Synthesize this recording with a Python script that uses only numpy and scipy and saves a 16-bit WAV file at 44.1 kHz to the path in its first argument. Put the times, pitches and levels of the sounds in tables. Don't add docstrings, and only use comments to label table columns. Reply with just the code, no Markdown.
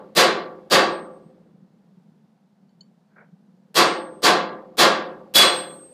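import sys
import numpy as np
from scipy import signal
from scipy.fft import rfft, irfft, next_fast_len
from scipy.io import wavfile
from scipy.ndimage import uniform_filter1d, minimum_filter1d, map_coordinates

SR = 44100
rng = np.random.default_rng(int(sys.argv[2]) if len(sys.argv) > 2 else 0)


def wrap_up_sound(samples):
    columns = np.atleast_2d(samples).T
    tamed = np.clip(columns, -1, 1)
    steps = np.round(tamed * 32767).astype(np.int16)
    wavfile.write(sys.argv[1], SR, steps)


N = 261513
TIME = np.arange(N) / SR
RING_TIME = np.arange(SR + SR // 4) / SR

# frequency_hz, density_db
HUM_SPECTRUM = [(30, -61.5), (70, -38), (110, -23.5), (165, 0.5), (210, 1.5), (260, -13), (330, -26),
                (700, -59)]
# frequency_hz, density_db
HISS_SPECTRUM = [(40, -34), (100, -18), (300, -7), (500, -2.5), (800, -1.5), (1100, -9), (1600, -12),
                 (2400, -19), (4500, -20), (6000, -24.5), (15000, -35)]
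# pitch_hz, relative_level_db
BACKGROUND_TONES = [(511.4, -81.5), (689.1, -85), (925.9, -89.5), (1523, -93), (2218, -100), (3483, -102)]
# start_s, level_db
FOOTFALLS = [(1.252, -38.5), (1.537, -41.5), (1.615, -42.5), (1.969, -44), (3.323, -38)]
# start_s, length_s, level_db
SLIDES = [(3.08, 0.06, -63), (3.154, 0.057, -48.5)]
# frequency_hz, density_db
SLIDE_SPECTRUM = [(200, -28.5), (500, -1), (900, -4), (1250, -7), (1520, 3.5), (1750, -8), (2300, -8),
                  (2800, -27), (8000, -52)]
# start_s, level_db
CONTACTS = [(2.692, -73), (2.808, -58)]
# pitch_hz, level_db, t60_s
CONTACT_MODES = [(3050, -1.5, 0.17), (4300, -0.5, 0.069), (4480, 2.5, 0.17), (4830, -14, .07),
                 (6600, -10, 0.1), (7170, -7.5, 0.23)]
# frequency_hz, density_db
CRASH_SPECTRUM = [(40, -53), (100, -38), (170, -6.5), (260, -10), (350, -4), (550, -1), (900, -1.5),
                  (1300, -2), (2200, -6), (3400, -5), (4700, -4), (5700, -11), (9000, -13.5), (15000, -14)]
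# frequency_hz, time_constant_s
ECHO_BUILD_UP = [(200, 0.011), (500, 0.011), (1000, 0.022), (4000, 0.012), (12000, .0155)]
# frequency_hz, t60_s
SHOP_DECAY = [(150, 0.74), (400, 0.75), (900, 0.58), (2000, 0.47), (4500, 0.38), (7000, 0.3), (14000, 0.15)]
# frequency_hz, level_db
LATE_ECHO = [(50, -39), (170, -15.5), (600, -33.5), (1500, -39.5), (4000, -49.5), (12000, -56)]
# frequency_hz, share
BRIGHTNESS_SHARE = [(1000, 0), (2500, 0.5), (7000, 0.62), (12000, 1)]
# pitch_hz, level_db, t60_s
BENCH_MODES = [(173.2, -29, .6), (214, -30.5, 0.8), (311, -29.5, 0.9), (328, -26, 0.63), (345.5, -22, 0.7),
               (369.4, -28, 0.9), (388, -30, 1), (411.6, -25, 0.56), (445, -20.5, 0.4), (495, -25.5, 0.49),
               (516, -24.5, 1.136), (536.6, -18.5, 0.57), (548.4, -23, 0.82), (719.4, -18, .6),
               (861, -21.5, .62), (1028, -17, 0.56), (1048, -18.5, 0.41), (1095, -25.5, 0.65),
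               (1130, -15, .54), (1162, -18.5, .68), (1228, -23.5, 0.53), (1303, -22.5, .48),
               (1388, -21.5, 0.48), (1542, -19.5, 0.5), (1638, -16.5, 0.54), (1768, -24.5, 0.36),
               (1817, -21.5, 0.5), (1944, -23, .4), (2007, -24.5, 0.48), (2136, -26.5, 0.49),
               (2360, -25, .42), (2443, -26, 0.33), (2580, -20.5, 0.26), (2835, -21.5, 0.15),
               (3230, -25, 0.38)]
# pitch_hz, level_db, t60_s, rise_s
TOOL_MODES = [(3385, -2, .42, .018), (4103, 4, 0.42, .045), (4643, 2.5, .34, .018)]
# pitch_hz, level_db, t60_s
HEAD_MODES = [(8323, 0, 1.05), (10750, -6, .3), (14990, -25, .55)]
# start_s, relative_level_db, brightness_db, tool_db, leading_mode_hz, head_db
HAMMER_BLOWS = [(-0.37, -2, 2.5, -27.5, 3382, -65), (0.151, -0.5, 2, -18.5, 4103, -68),
                (0.700, -0.5, -1.5, -19, 4643, -48.5), (3.744, -1.5, 1.5, -23.5, 4643, -41),
                (4.221, -0.3, -2, -14.5, 3382, -72), (4.771, 0.5, 0.5, -25, 3382, -62),
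                (5.339, -1.5, 13, 1.5, 3382, -23.5)]


def amp(db):
    return 10 ** (np.asarray(db) / 20)


def unit(x):
    return x / np.sqrt(np.mean(x ** 2) + 1e-20)


def along(points, hz):
    frequencies, values = np.transpose(points)
    return np.interp(np.log(hz + 1), np.log(frequencies), values)


def wobble(rate_hz):
    return map_coordinates(rng.standard_normal(1024), [TIME * rate_hz + 2], mode="wrap")


def filtered(x, response):
    size = next_fast_len(len(x) + SR // 4)
    return irfft(rfft(x, size) * response(np.fft.rfftfreq(size, 1 / SR)), size)[:len(x)]


def noise(spectrum, size=N):
    return unit(filtered(rng.standard_normal(size), lambda hz: amp(along(spectrum, hz))))


def add(track, start_s, sound):
    start = round(start_s * SR)
    part = sound[max(-start, 0):N - start]
    track[max(start, 0):][:len(part)] += part


def ring(modes, rise_s, blur, blur_hz, scatter_db=1.6):
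    t, out = RING_TIME, np.zeros(len(RING_TIME))
    coarse = t[::64]
    for hz, db, t60 in modes:
        knots = rng.standard_normal((2, 256))
        curves = [map_coordinates(row, [coarse * blur_hz], mode="wrap") for row in knots]
        in_phase, quadrature = [blur * np.interp(t, coarse, curve) for curve in curves]
        phase = 2 * np.pi * (hz * t + rng.random())
        wave = ((1 + in_phase) * np.sin(phase) + quadrature * np.cos(phase)) / np.sqrt(0.5 + blur ** 2)
        out += amp(db + scatter_db * rng.standard_normal() - 60 * t / t60) * wave
    return out * (1 - np.exp(-t / rise_s)) ** 3


def background_tones(gain_db=8):
    return sum(amp(db + gain_db) * np.sin(2 * np.pi * hz * TIME + wobble(rate_hz=8))
               for hz, db in BACKGROUND_TONES)


def forge(hum_db=-57, hiss_db=-61.5):
    hum = amp(hum_db + 1.7 * wobble(rate_hz=5.9)) * noise(HUM_SPECTRUM)
    hiss = amp(hiss_db + 0.6 * wobble(rate_hz=3)) * noise(HISS_SPECTRUM)
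    return hum + hiss


def feet(thump_hz=178, width_s=0.01):
    out, age = np.zeros(N), RING_TIME / width_s
    envelope = age ** 2 * np.exp(1 - age ** 2 / 2) / 2
    for start_s, db in FOOTFALLS:
        add(out, start_s, amp(db) * envelope * np.sin(2 * np.pi * thump_hz * RING_TIME))
    return out


def scrapes(attack_s=0.013, t60_s=0.28, grit_db=1.0):
    envelope = np.zeros(N)
    attack = 1 - np.exp(-RING_TIME / attack_s)
    for start_s, length_s, db in SLIDES:
        release_db = -60 * np.maximum(RING_TIME - length_s, 0) / t60_s
        add(envelope, start_s, amp(db + release_db) * attack)
    return envelope * amp(-grit_db * wobble(rate_hz=130)) * noise(SLIDE_SPECTRUM)


def ticks():
    out = np.zeros(N)
    accent = 1 + 4 * np.exp(-RING_TIME / 0.0033)
    for start_s, db in CONTACTS:
        add(out, start_s, amp(db) * accent * ring(CONTACT_MODES, rise_s=0.00065, blur=0.88, blur_hz=200))
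    return out


def crash(bright_db, ripple_db, direct_share=0.02, steepness=4.33, late_t60_s=2.4):
    ripple_hz = np.linspace(0, SR / 2, len(ripple_db))
    burst = noise(CRASH_SPECTRUM, size=2 * SR)
    burst = filtered(burst, lambda hz: amp(np.interp(hz, ripple_hz, ripple_db)))
    hz, t, bands = signal.stft(unit(burst), SR, nperseg=256)
    hz = hz[:, None]
    build_up = direct_share + (1 - np.exp(-t / along(ECHO_BUILD_UP, hz))) ** steepness
    early = amp(-60 * t / along(SHOP_DECAY, hz))
    late = amp(along(LATE_ECHO, hz) - 60 * t / late_t60_s)
    brightness = amp(bright_db * along(BRIGHTNESS_SHARE, hz))
    return signal.istft(bands * build_up * np.hypot(early, late) * brightness, SR, nperseg=256)[1]


def tool(lead_hz, other_modes_db=-11.5):
    lead = np.argmin([abs(mode[0] - lead_hz) for mode in TOOL_MODES])
    return sum(ring([(hz, db + other_modes_db * (k != lead), t60)], rise_s, blur=0.55, blur_hz=62)
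               for k, (hz, db, t60, rise_s) in enumerate(TOOL_MODES))


def hammer_head(tilt_db_per_octave):
    lowest_hz = HEAD_MODES[0][0]
    modes = [(hz, db + tilt_db_per_octave * np.log2(hz / lowest_hz), t60) for hz, db, t60 in HEAD_MODES]
    return ring(modes, rise_s=0.022, blur=0.35, blur_hz=20)


def hammer(crash_gain_db=-3.0, bench_gain_db=-0.5):
    out = np.zeros(N)
    ripple_db = 3.2 * rng.standard_normal(1400) * np.clip(np.arange(1400) / 90 - 0.5, 0, 1)
    for start_s, db, bright_db, tool_db, lead_hz, head_db in HAMMER_BLOWS:
        add(out, start_s, amp(db + crash_gain_db) * crash(bright_db, ripple_db))
        bench = ring(BENCH_MODES, rise_s=0.025, blur=0.45, blur_hz=30)
        add(out, start_s, amp(db + bench_gain_db) * bench)
        add(out, start_s, amp(tool_db) * tool(lead_hz))
        add(out, start_s, amp(head_db) * hammer_head(bright_db))
    return out


def scene():
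    return (hammer() + ticks() + scrapes() + feet() + forge() + background_tones())[None]


def limit(x, ceiling=0.7, hold_s=0.0008):
    size = int(hold_s * SR) | 1
    gain = minimum_filter1d(np.minimum(1, ceiling / (np.abs(x) + 1e-9)), size)
    return x * uniform_filter1d(gain, size)


def suppress(x, depth_db=9, knee_db=4):
    hz, _, bands = signal.stft(x, SR, nperseg=512)
    power = np.abs(uniform_filter1d(np.abs(bands) ** 2, size=7, axis=0))
    threshold_db = along([(200, -78.5), (600, -64.5), (1500, -66.5), (4000, -70.5), (12000, -86.5)], hz)
    excess_db = 10 * np.log10(power + 1e-20) - threshold_db[:, None]
    gain = amp(-depth_db * (1 - np.tanh(excess_db / knee_db)) / 2)
    return signal.istft(bands * gain, SR, nperseg=512)[1][:N]


def record(dry, low_hz=48, top_hz=15300):
    def passband(hz):
        return (hz / np.hypot(hz, low_hz)) ** 2 / np.sqrt(1 + (hz / top_hz) ** 300)
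    return filtered(suppress(limit(dry[0])), passband)[None]


dry = scene()
out = record(dry)
wrap_up_sound(out)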